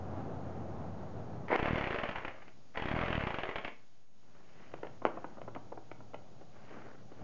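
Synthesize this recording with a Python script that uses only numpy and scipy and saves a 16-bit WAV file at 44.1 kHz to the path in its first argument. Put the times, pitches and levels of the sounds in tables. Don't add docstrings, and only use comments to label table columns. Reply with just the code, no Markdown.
import sys
import numpy as np
from scipy import signal
from scipy.fft import rfft, irfft
from scipy.io import wavfile
from scipy.ndimage import uniform_filter1d

SR = 44100
rng = np.random.default_rng(int(sys.argv[2]) if len(sys.argv) > 2 else 0)


def file_out(sig):
    cols = np.atleast_2d(sig).T
    lim = np.clip(cols, -1, 1)
    pcm = np.round(lim * 32767).astype(np.int16)
    wavfile.write(sys.argv[1], SR, pcm)


N = 319217
TIME_S = np.arange(N) / SR
FULL_RATE_HZ, STALL_RATE_HZ = 45, 6.2

# (pressed [s], first blow [s], released [s], hammer lets go [s],
# top blow rate [Hz], friction [Hz/s])
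TRIGGER_PULLS = [(1.47, 1.5991, 1.7401, 2.5, 45.27, 26.26), (2.7314, 2.7741, 3.0963, 3.66, 46.04, 24.08)]
PRESS_GAINS = [0.35, -0.92]
# (time [s], level [dB], whine [Hz])
MOTOR_START = [(1.481, -60.5, 1515), (1.5, -43, 1943), (1.512, -30.5, 2013), (1.54, -27.5, 2060),
               (1.558, -27.5, 2165), (1.567, -49, 2080), (1.59, -60.5, 2130)]
# (time [s], relative knock [dB], relative tick [dB])
SOCKET_CLACKS = [(1.503, -32.5, -57), (1.5175, -29.5, -48.5), (1.5285, -27.5, -43.5), (1.5555, -29, -47.5),
                 (1.5607, -40, -36)]
# (time [s], relative knock [dB], relative tick [dB])
BAR_CLICKS = [(4.7382, -41.5, -52.5), (4.8312, -38, -53), (4.846, -45, -63), (4.868, -49.5, -56),
              (5.018, -44, -66.5), (5.039, -49, -68), (5.0523, -24, -39.5), (5.0605, -36, -50),
              (5.0682, -40, -49.5), (5.171, -40, -66), (5.242, -39, -59.5), (5.368, -49.5, -78),
              (5.38, -48, -76), (5.4145, -44.5, -57), (5.477, -41.5, -65), (5.549, -49, -53.5),
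              (5.5605, -40, -62), (5.72, -41, -71.5), (5.773, -45, -71), (5.9145, -45.5, -53.5),
              (6.004, -51.5, -79), (6.133, -49, -70), (6.143, -41.5, -53), (6.411, -51, -74),
              (7.1155, -51, -70), (7.191, -55, -76), (7.215, -51, -75)]
# (start [s], fastest [s], end [s], sleeve [dB], sliding steel [dB])
ARM_MOVES = [(4.188, 4.37, 4.5, -61.5, -77), (4.426, 4.598, 4.98, -60.5, -64),
             (5.06, 5.148, 5.45, -58, -72), (6.527, 6.742, 6.86, -52, -61), (6.703, 6.886, 7.03, -53, -77),
             (7.09, 7.205, 7.3, -59.5, -71)]
# (time [s], depth [0-1])
OVERLOADS = [(1.7084, .4), (1.7334, 1), (2.94, 1), (3.181, 1), (3.239, 0.33)]

# (frequency [Hz], relative level [dB], t60 [s])
SOCKET_MODES = [(380, -15, 0.98), (472, -2, 0.13), (600, -20.5, 0.13), (724, -12, 0.098),
                (870, -6.5, 0.083), (1368, -5, 0.11), (1550, -11.5, .15), (2000, 7, 0.069), (2190, 6, 0.22),
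                (2550, -5.5, .13), (2960, -4.5, .1), (4650, 1, 0.1)]
BAR_MODES = [(337.4, -6, 0.4), (595, -7, 0.19), (764, -3, 0.24), (944, -1.5, 0.25), (1100, -7.5, .14),
             (1475, 3.5, 0.12), (2060, -3, .1), (2350, -3, .05), (2920, -0.5, .12)]
# (frequency [Hz], t60 [s])
ROOM_DECAY = [(100, 0.43), (500, 0.35), (1500, 0.35), (3000, 0.35), (6000, 0.25)]

# (frequency [Hz], relative density [dB])
CRACK_SPECTRUM = [(100, -6.5), (300, -2), (600, 0.5), (1000, -1.5), (1500, -5), (2200, -4.5), (2600, -7),
                  (3000, -9), (3450, -16), (3800, -24), (4400, -27.5), (5200, -34), (7000, -45.5)]
GEAR_SPECTRUM = [(150, -33.5), (250, -4.5), (462, -2), (602, 2), (953, -4.5), (1310, -5), (1450, -6),
                 (2230, -6.5), (2600, -14.5), (2950, -14), (3690, -29.5), (4360, -31), (7000, -48.5),
                 (9100, -82.5), (15400, -120)]
CLATTER_SPECTRUM = [(88, -37.5), (150, -8.5), (281, -31), (420, 10), (627, -9), (880, 3.5), (1250, -10.5),
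                    (1540, -5.5), (2030, -5.5), (7000, -52), (9100, -80), (15400, -120)]
KNOCK_SPECTRUM = [(60, -38.5), (150, -15.5), (240, -4.5), (330, 1.5), (480, -0.5), (640, 1), (850, -4),
                  (1450, -13.5), (2000, -32), (3200, -44.5), (7000, -59)]
TICK_SPECTRUM = [(200, -36.5), (1000, -6.5), (1700, -3.5), (2100, -0.5), (2600, -6.5), (3050, -6),
                 (3350, -16), (3700, -21), (5000, -24.5), (7000, -35.5)]
SLEEVE_SPECTRUM = [(80, -9), (250, -0.5), (500, -3), (900, -8), (1500, -9), (2000, -16.5), (3500, -34),
                   (7000, -44)]
RUMBLE_SPECTRUM = [(25, -23), (50, -12.5), (85, -3), (130, 1.5), (200, -1), (300, -6), (480, -8.5),
                   (650, -7.5), (800, -9), (1000, -17.5), (1300, -19.5), (2000, -32), (4000, -46),
                   (7000, -66.5)]
HISS_SPECTRUM = [(100, 7), (500, 5), (1000, 4), (2000, 2), (3000, 1.5), (5000, .5), (7000, -1.2)]

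# (time [s], level [dB])
RUMBLE_LEVELS = [(0, -41.5), (.6, -44), (1.45, -46), (1.7, -67), (2.6, -64), (4.1, -72), (4.7, -58),
                 (5.5, -57.5), (7.15, -60), (7.23, -50)]
# (time [s], level [dB])
HISS_LEVELS = [(3.7, -68), (4, -71), (4.09, -76), (4.18, -71), (4.5, -67.6)]


def wrench(crack_db=-11, scatter_db=1.0, crack_s=0.0045, rebound_s=0.0125, lead_s=0.001215,
           ring_db=-25.5, room_db=-7):
    blows, crack_response = np.zeros(N), colour(CRACK_SPECTRUM)
    for time_s, rate_hz, press_db in hammer_blows():
        slowness = FULL_RATE_HZ / rate_hz
        gain = amp(crack_db + press_db + scatter_db * rng.standard_normal()) * force(rate_hz)
        gain *= slowness ** 0.26
        hit = 0, 0, crack_s * slowness ** 0.31
        rebound = rebound_s * slowness ** 0.58, 0.5 - 18.5 / slowness, crack_s
        for delay_s, level_db, decay_s in (hit, rebound):
            crack = unit_energy(through(chatter(rise_s=0.0004, decay_s=decay_s), crack_response))
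            add(blows, time_s + delay_s - lead_s, gain * amp(level_db) * crack)
    steel = blows + gears()
    steel += amp(ring_db) * through(steel, ringing(SOCKET_MODES))
    return steel + amp(room_db) * room(steel)


def blow_rate_hz(pull, spin_up_s=0.1097, drag_per_s=1.62):
    pressed_s, _, released_s, _, top_hz, friction_hz_per_s = pull
    held_s = np.clip(TIME_S, pressed_s, released_s) - pressed_s
    coast_s = np.maximum(TIME_S - released_s, 0)
    driven_hz = top_hz * (1 - np.exp(-held_s / spin_up_s))
    brake_hz = friction_hz_per_s / drag_per_s
    return np.maximum((driven_hz + brake_hz) * np.exp(-drag_per_s * coast_s) - brake_hz, 0)


def hammer_blows():
    for pull, press_db in zip(TRIGGER_PULLS, PRESS_GAINS):
        _, first_s, _, last_s, _, _ = pull
        rate_hz = blow_rate_hz(pull)
        turns = np.cumsum(rate_hz) / SR
        first_turn, last_turn = np.interp([first_s, last_s], TIME_S, turns)
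        for time_s in np.interp(np.arange(first_turn, last_turn), turns, TIME_S):
            yield time_s, np.interp(time_s, TIME_S, rate_hz), press_db


def force(rate_hz):
    return 1 / (1 + (STALL_RATE_HZ / rate_hz) ** 3)


def blow_thumps(dip_db=-24.5, scatter_db=2, overload_db=4, width_s=0.0037,
                sag_db=-41, sag_s=0.011, settle_hz=5):
    out, t = np.zeros(N), TIME_S[:SR // 10]
    dip = -np.sin(np.pi * np.minimum(t / width_s, 1)) ** 2
    sag = -t / sag_s * np.exp(1 - t / sag_s)
    for time_s, rate_hz, press_db in hammer_blows():
        overloads = any(abs(time_s - overload_s) < width_s for overload_s, _ in OVERLOADS)
        random_db = scatter_db * rng.standard_normal()
        level_db = dip_db + press_db + (overload_db if overloads else random_db)
        add(out, time_s - width_s / 2, amp(level_db) * (rate_hz / FULL_RATE_HZ) ** 1.31 * dip)
        add(out, time_s, amp(sag_db + press_db) * force(rate_hz) * sag)
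    return signal.lfilter(*signal.butter(1, settle_hz, "high", fs=SR), out)


def gears(pull_levels_db=(-37.5, -41), fade_s=0.019, strain_db=-36, rise_s=0.019, strain_s=0.026):
    gain = np.zeros(N)
    for pull, level_db in zip(TRIGGER_PULLS, pull_levels_db):
        pressed_s, _, _, last_s, _, _ = pull
        age_s = np.maximum(TIME_S - pressed_s, 0)
        gain += amp(strain_db) * (1 - np.exp(-(age_s / rise_s) ** 4)) * np.exp(-age_s / strain_s)
        fade = np.exp(-np.maximum(TIME_S - last_s, 0) / fade_s)
        gain += amp(level_db) * (blow_rate_hz(pull) / FULL_RATE_HZ) ** 0.99 * fade
    return gain * grainy(GEAR_SPECTRUM, grain_db=4.5, grain_hz=250)


def motor_start(whine_db=-10, clatter_db=-2, room_db=-14):
    times_s, _, pitches_hz = np.transpose(MOTOR_START)
    whine_hz = np.interp(TIME_S, times_s, pitches_hz) * (1 + 0.04 * wander(120))
    whine = tone(whine_hz) * wander(60)
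    clatter = grainy(CLATTER_SPECTRUM, grain_db=4, grain_hz=199)
    out = envelope(MOTOR_START) * (amp(clatter_db) * clatter + amp(whine_db) * whine)
    return out + amp(room_db) * room(out)


def strikes(rows, modes, knock_gain_db, tick_gain_db, ring_db, room_db,
            contact_s=0.0018, longest_s=0.0035, hard_s=0.0012):
    knock, tick = colour(KNOCK_SPECTRUM), -colour(TICK_SPECTRUM)
    out = np.zeros(N)
    for time_s, knock_db, tick_db in rows:
        spread_s = min(contact_s * 10 ** ((-55 - tick_db) / 28), longest_s)
        hardness = np.exp(-(spread_s / hard_s) ** 2)
        contact = (1 - hardness) * chatter(rise_s=spread_s, decay_s=spread_s + 0.00093)
        contact[0] -= hardness
        add(out, time_s, amp(knock_db + knock_gain_db) * unit_energy(through(contact, knock)))
        add(out, time_s, amp(tick_db + tick_gain_db) * unit_energy(through(contact, tick)))
    out += amp(ring_db) * through(out, ringing(modes))
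    return out + amp(room_db) * room(out)


def chatter(rise_s, decay_s):
    t = TIME_S[:SR // 8]
    return unit_energy(rng.standard_normal(len(t)) * (1 - np.exp(-t / rise_s)) * np.exp(-t / decay_s))


def ringing(modes):
    t = TIME_S[:SR // 2]
    return unit_energy(sum(amp(db) * np.exp(-np.log(1000) * t / t60_s) * np.sin(2 * np.pi * hz * t)
                           for hz, db, t60_s in modes))


def handling(start_db=-16, end_db=-11.5):
    cloth = grainy(SLEEVE_SPECTRUM, grain_db=3.0, grain_hz=95)
    slide = grainy(TICK_SPECTRUM, grain_db=3.5, grain_hz=300)
    out = np.zeros(N)
    for start_s, fastest_s, end_s, sleeve_db, slide_db in ARM_MOVES:
        swell = envelope([(start_s, start_db), (fastest_s, 0), (end_s, end_db)])
        out += swell * (amp(sleeve_db) * cloth + amp(slide_db) * slide)
    return out


def rumble():
    drone_hz = np.interp(TIME_S, [0, 1.1, 1.35, 7.2], [92, 93, 108, 111]) * (1 + 0.025 * wander(12))
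    drone = tone(drone_hz) * amp(-5 + 2 * wander(5))
    roar = grainy(RUMBLE_SPECTRUM, grain_db=1, grain_hz=7.6)
    return amp(np.interp(TIME_S, *np.transpose(RUMBLE_LEVELS))) * (roar + drone)


def room(x, tails=3, crossfade_hz=2):
    phase = 2 * np.pi * crossfade_hz * TIME_S
    wet = sum(through(x * np.cos(phase + np.pi * k / tails), room_tail()) for k in range(tails))
    return wet * np.sqrt(2 / tails)


def room_tail(taps_per_s=3000, gap_s=0.004):
    taps = rng.choice([-1., 1.], SR) * (rng.random(SR) < taps_per_s / SR) * (TIME_S[:SR] > gap_s)
    hz, t, bands = signal.stft(taps, SR, nperseg=256)
    decay = np.exp(-np.log(1000) * t / at_hz(ROOM_DECAY, hz)[:, None])
    return unit_energy(signal.istft(bands * decay, SR, nperseg=256)[1])


def microphone_choke(x, deaf_s=0.0065, swing_s=0.001, swing_db=-22):
    deafness, swing, t = np.zeros(N), np.zeros(N), TIME_S[:SR // 50]
    for time_s, depth in OVERLOADS:
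        add(deafness, time_s, depth * np.exp(-(t / deaf_s) ** 6))
        add(swing, time_s, depth * amp(swing_db) * (t / swing_s) ** 2 * np.exp(-t / swing_s))
    return x * (1 - np.clip(uniform_filter1d(deafness, 30), 0, 1)) + swing


def grainy(spectrum, grain_db, grain_hz):
    clumps = rng.standard_normal(N) * amp(grain_db * wander(grain_hz))
    return unit_rms(through(clumps, colour(spectrum)))


def wander(cutoff_hz):
    lowpass = np.exp(-(np.fft.rfftfreq(N, 1 / SR) / cutoff_hz) ** 2)
    return unit_rms(irfft(rfft(rng.standard_normal(N)) * lowpass, N))


def colour(spectrum, size=8192):
    log_gain = np.log(amp(at_hz(spectrum, abs(np.fft.fftfreq(size, 1 / SR)))))
    response = np.fft.ifft(np.exp(np.conj(signal.hilbert(log_gain)))).real
    return unit_energy(response[:size // 2])


def at_hz(rows, hz):
    knots_hz, values = np.transpose(rows)
    return np.interp(np.log(hz + 1), np.log(knots_hz + 1), values)


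def envelope(rows):
    times_s, levels_db = np.transpose(rows)[:2]
    return amp(np.interp(TIME_S, times_s, levels_db)) * (TIME_S >= times_s[0]) * (TIME_S <= times_s[-1])


def tone(hz):
    return np.sin(2 * np.pi * np.cumsum(hz) / SR)


def add(mix, time_s, sound):
    part = mix[round(time_s * SR):][:len(sound)]
    part += sound[:len(part)]


def through(x, response):
    return signal.oaconvolve(x, response)[:len(x)]


def amp(db):
    return 10 ** (np.asarray(db) / 20)


def unit_rms(x):
    return x / np.sqrt(np.mean(x ** 2) + 1e-20)


def unit_energy(x):
    return x / np.linalg.norm(x)


def scene():
    clacks = strikes(SOCKET_CLACKS, SOCKET_MODES, knock_gain_db=25, tick_gain_db=25,
                     ring_db=-27, room_db=-14)
    clicks = strikes(BAR_CLICKS, BAR_MODES, knock_gain_db=26, tick_gain_db=26.5,
                     ring_db=-24, room_db=-11)
    power_tool = microphone_choke(wrench()) + blow_thumps() + motor_start() + clacks
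    hand_tool = clicks + handling()
    return (power_tool + hand_tool + rumble())[None]


def record(dry, whistle_db=-86, whistle_hz=6660, dc_offset=-0.0059, cutoff_hz=7130):
    hiss = unit_rms(through(rng.standard_normal(N), colour(HISS_SPECTRUM)))
    hiss *= amp(np.interp(TIME_S, *np.transpose(HISS_LEVELS)))
    whistle = amp(whistle_db) * np.sin(2 * np.pi * whistle_hz * TIME_S)
    lowpass = signal.firwin(255, cutoff_hz, window=("kaiser", 8), fs=SR)
    return signal.oaconvolve(dry + hiss + whistle + dc_offset, lowpass[None], "same")


dry = scene()
out = record(dry)
file_out(out)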